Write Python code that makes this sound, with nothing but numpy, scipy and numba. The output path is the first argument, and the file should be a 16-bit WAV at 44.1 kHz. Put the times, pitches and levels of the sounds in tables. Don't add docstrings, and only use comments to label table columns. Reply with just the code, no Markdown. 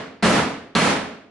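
import sys
import numpy as np
from scipy import signal
from scipy.fft import rfft, irfft
from scipy.io import wavfile
from scipy.ndimage import uniform_filter1d, minimum_filter1d
from numba import njit

SR = 44100
rng = np.random.default_rng(int(sys.argv[2]) if len(sys.argv) > 2 else 0)


def bounce(signal):
    frames = np.transpose(np.atleast_2d(signal))
    limited = np.clip(frames, -1, 1)
    pcm = np.round(limited * 32767).astype(np.int16)
    wavfile.write(sys.argv[1], SR, pcm)


def undo_db(level):
    steps = np.asarray(level, float) / 20
    return 10 ** steps


N = 57330

# (time [s], level [dB],
# crack [dB], thud [dB], ring [dB], brightness [dB per octave about 1 kHz], rise of the contact [s],
# mode that the blow favours [Hz])
BLOWS = [(-.30, -2, -2, -2, 6, 0.5, 0.006, 190), (0.2244, -3, -12, 0, -4, -0.12, 0.015, 186),
         (0.7502, -4, 9, -1, 3, 0.44, 0.0011, 224)]
# (time [s], level [dB], brightness [dB per octave])
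REBOUNDS = [(.259, -16, 3), (.31, -16.5, 1), (.80, -13, 1.5), (.875, -20, -0.36)]
# (frequency [Hz], relative density [dB per Hz])
BLOW_COLOUR = [(24, -23), (40, -27), (219, -1), (305, -7), (406, -8.5), (446, -6), (1320, -10), (4210, -23),
               (10600, -31.5), (11400, -36), (14800, -97), (22000, -120)]
# (frequency [Hz], relative level [dB], 60 dB decay [s])
THUD_MODES = [(85, -16, 0.94), (164.4, -1.5, 0.62), (186, -1, 0.57), (224, -0.5, 0.64), (270.6, -6, 0.94),
              (325.3, -17.5, 1), (419.2, -2.5, 0.78), (548, -13, 0.74), (683, -9.5, 0.89)]
# (frequency [Hz], relative level [dB], 60 dB decay [s])
RING_MODES = [(926, -4, .5), (1144, -2, .45), (1183, -2, .45), (1342, -1, .45), (1640, -4, .45),
              (2020, -4, .45), (4175, -8, .42), (4269, -6, .5)]
# (frequency [Hz], 60 dB decay [s], time to build up [s])
ROOM = [(60, 0.68, 0.013), (151, 0.63, 0.024), (370, 0.68, 0.038), (930, 0.59, 0.04), (2430, 0.63, 0.007),
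        (4630, 0.56, 0.013), (8100, 0.45, 0.027), (11400, 0.39, 0.041)]
# (frequency [Hz], gain on the side signal [dB])
SIDE_GAIN = [(30, -8), (70, -16), (150, -20), (300, -12), (600, -8.5), (1200, -7), (2400, -6), (5000, -1.5),
             (10000, .5)]
# (frequency [Hz], relative density [dB per Hz])
FLOOR = [(40, -22), (100, -5), (250, 27), (600, -3), (1500, -22), (4000, -26), (11000, -38)]

LEAD_S = 0.5
LOUD_DB, PAN_DB = -4, -1
DIRECT_DB, BODY_T60_S = -19, 0.055
CRACK_HZ, CRACK_WIDTH_HZ, CRACK_T60_S, CRACK_DB = 3700, 1900, 0.007, -9.5
THUD_DB, THUD_RISE_S, THUD_WAVER_HZ = -5, 0.0022, 4.2
FAVOUR_DB, FAVOUR_OCTAVES = 5, 0.18
RING_DB, RING_RISE_S, RING_WAVER_HZ = -13, 0.002, 4.6
ROOM_BUILD_S, SIDE_BUILD_S = 0.0027, 0.03
PATCHY_DB, PATCH_S = 0.5, 0.004
FLOOR_DB = -60
CEILING_DB, RATIO, ATTACK_S, RELEASE_S = -5.5, 9, 0.0003, 0.016
TOP_HZ = 10930


def blow(t, crack_db, thud_db, ring_db, tilt_db, contact_s, favour_hz):
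    direct = clatter(t, tilt_db, contact_s) + crack(t, crack_db)
    thud_mid, thud_side = (thud(t, thud_db, favour_hz) for _ in range(2))
    ring_mid, ring_side = (ring(t, ring_db) for _ in range(2))
    echo_mid, echo_side = (level(paint(echo(t, build_s), tilt_db), 0)
                           for build_s in (ROOM_BUILD_S + contact_s, SIDE_BUILD_S))
    mid = direct + echo_mid + thud_mid + ring_mid
    direct_side = undo_db(-6.5) * np.roll(direct, 9)
    side = colour(echo_side + thud_side + ring_side + direct_side, SIDE_GAIN)
    return np.array([mid, side])


def clatter(t, tilt_db, contact_s):
    noise = rng.standard_normal(len(t)) * fade(t, contact_s, BODY_T60_S)
    return level(paint(noise, tilt_db), DIRECT_DB)


def crack(t, crack_db):
    edges = [CRACK_HZ - CRACK_WIDTH_HZ / 2, CRACK_HZ + CRACK_WIDTH_HZ / 2]
    band = signal.butter(3, edges, "band", fs=SR, output="sos")
    burst = rng.standard_normal(len(t)) * fade(t, 0.00046, CRACK_T60_S)
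    return level(signal.sosfilt(band, burst), DIRECT_DB + CRACK_DB + crack_db)


def thud(t, thud_db, favour_hz):
    body = []
    for hz, db, t60 in THUD_MODES:
        octaves = np.log2(hz / favour_hz)
        lift = FAVOUR_DB * np.exp(-(octaves / FAVOUR_OCTAVES) ** 2)
        body.append((hz, db + lift, t60))
    return level(modes(body, t, THUD_RISE_S, THUD_WAVER_HZ), THUD_DB + thud_db)


def ring(t, ring_db):
    return level(modes(RING_MODES, t, RING_RISE_S, RING_WAVER_HZ), RING_DB + ring_db)


def modes(table, t, rise_s, waver_hz):
    out = 0
    for hz, db, t60 in table:
        drift = wander(len(t), int(0.0274 * SR))
        phase = 2 * np.pi * (np.cumsum(hz + waver_hz * drift) / SR + rng.random())
        size = undo_db(db + 0.5 * rng.standard_normal())
        out = out + size * fade(t, rise_s, t60) * np.sin(phase)
    return out


def echo(t, build_s):
    bunch = wander(len(t), int(PATCH_S * SR))
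    noise = rng.standard_normal(len(t)) * undo_db(PATCHY_DB * bunch)
    hz, when, bands = signal.stft(noise, SR, nperseg=256)
    room = np.array(ROOM)
    t60 = curve(room[:, [0, 1]], hz)[:, None]
    rise = curve(room[:, [0, 2]], hz)[:, None]
    tail = signal.istft(bands * fade(when + 0.01, rise, t60), SR, nperseg=256)[1][:len(t)]
    return level(tail, 0) * (1 - np.exp(-t / build_s))


def garage():
    mid, side = (level(colour(rng.standard_normal(N), FLOOR), FLOOR_DB) * np.sqrt(N) for _ in range(2))
    return np.array([mid, colour(side, SIDE_GAIN)])


def paint(x, tilt_db):
    tilt = [(1000 / 2 ** 4, -4 * tilt_db), (1000 * 2 ** 4, 4 * tilt_db)]
    return colour(colour(x, BLOW_COLOUR), tilt)


def colour(x, table):
    size = 4096
    log_gain = curve(table, np.arange(size // 2 + 1) * SR / size) * np.log(10) / 20
    ceps = irfft(log_gain)
    ceps[1:size // 2] *= 2
    ceps[size // 2 + 1:] = 0
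    response = irfft(np.exp(rfft(ceps)))
    return signal.fftconvolve(x, response)[:len(x)]


def curve(table, hz):
    table = np.array(table, float)
    return np.interp(np.log(np.maximum(hz, 1)), np.log(table[:, 0]), table[:, 1])


def level(x, db):
    return x * undo_db(db) / np.sqrt(np.sum(x ** 2))


def fade(t, rise_s, t60_s):
    return (1 - np.exp(-t / rise_s)) * np.exp(-np.log(1000) * t / t60_s)


def wander(n, k):
    steps = np.repeat(rng.standard_normal(n // k + 1), k)
    return uniform_filter1d(steps, k)[:n]


def scene():
    lead = int(LEAD_S * SR)
    t = np.arange(int(1.2 * SR)) / SR
    rebounds = [(s, db, -10, -12, -6, tilt_db, 0.002, 412) for s, db, tilt_db in REBOUNDS]
    out = np.zeros((2, lead + N + len(t)))
    for s, db, *kind in BLOWS + rebounds:
        i = lead + int(s * SR)
        gain = undo_db(LOUD_DB + db) * np.sqrt(SR / 20)
        out[:, i:i + len(t)] += blow(t, *kind) * gain
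    mid, side = out[:, lead:lead + N] + garage()
    return np.array([(mid + side) * undo_db(PAN_DB / 2), (mid - side) * undo_db(-PAN_DB / 2)])


@njit
def follow(x, attack, release):
    e, out = 0., np.empty(len(x))
    for i in range(len(x)):
        e += (x[i] - e) * (attack if x[i] > e else release)
        out[i] = e
    return out


def limiter(x):
    ahead = int(0.006 * SR)
    peak = -minimum_filter1d(-np.abs(x).max(axis=0), size=2 * ahead + 1)
    env = follow(peak, 1 / (ATTACK_S * SR), 1 / (RELEASE_S * SR))
    ceiling = undo_db(CEILING_DB)
    return x * (ceiling / np.maximum(env, ceiling)) ** (1 - 1 / RATIO)


def band_limit(x):
    return signal.sosfilt(signal.butter(12, 11510, fs=SR, output="sos"), x)


def record(dry):
    low_pass = signal.ellip(10, 0.2, 70, TOP_HZ, fs=SR, output="sos")
    mix = signal.sosfilt(low_pass, limiter(dry))
    return band_limit(mix)


dry = scene()
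out = record(dry)
bounce(out)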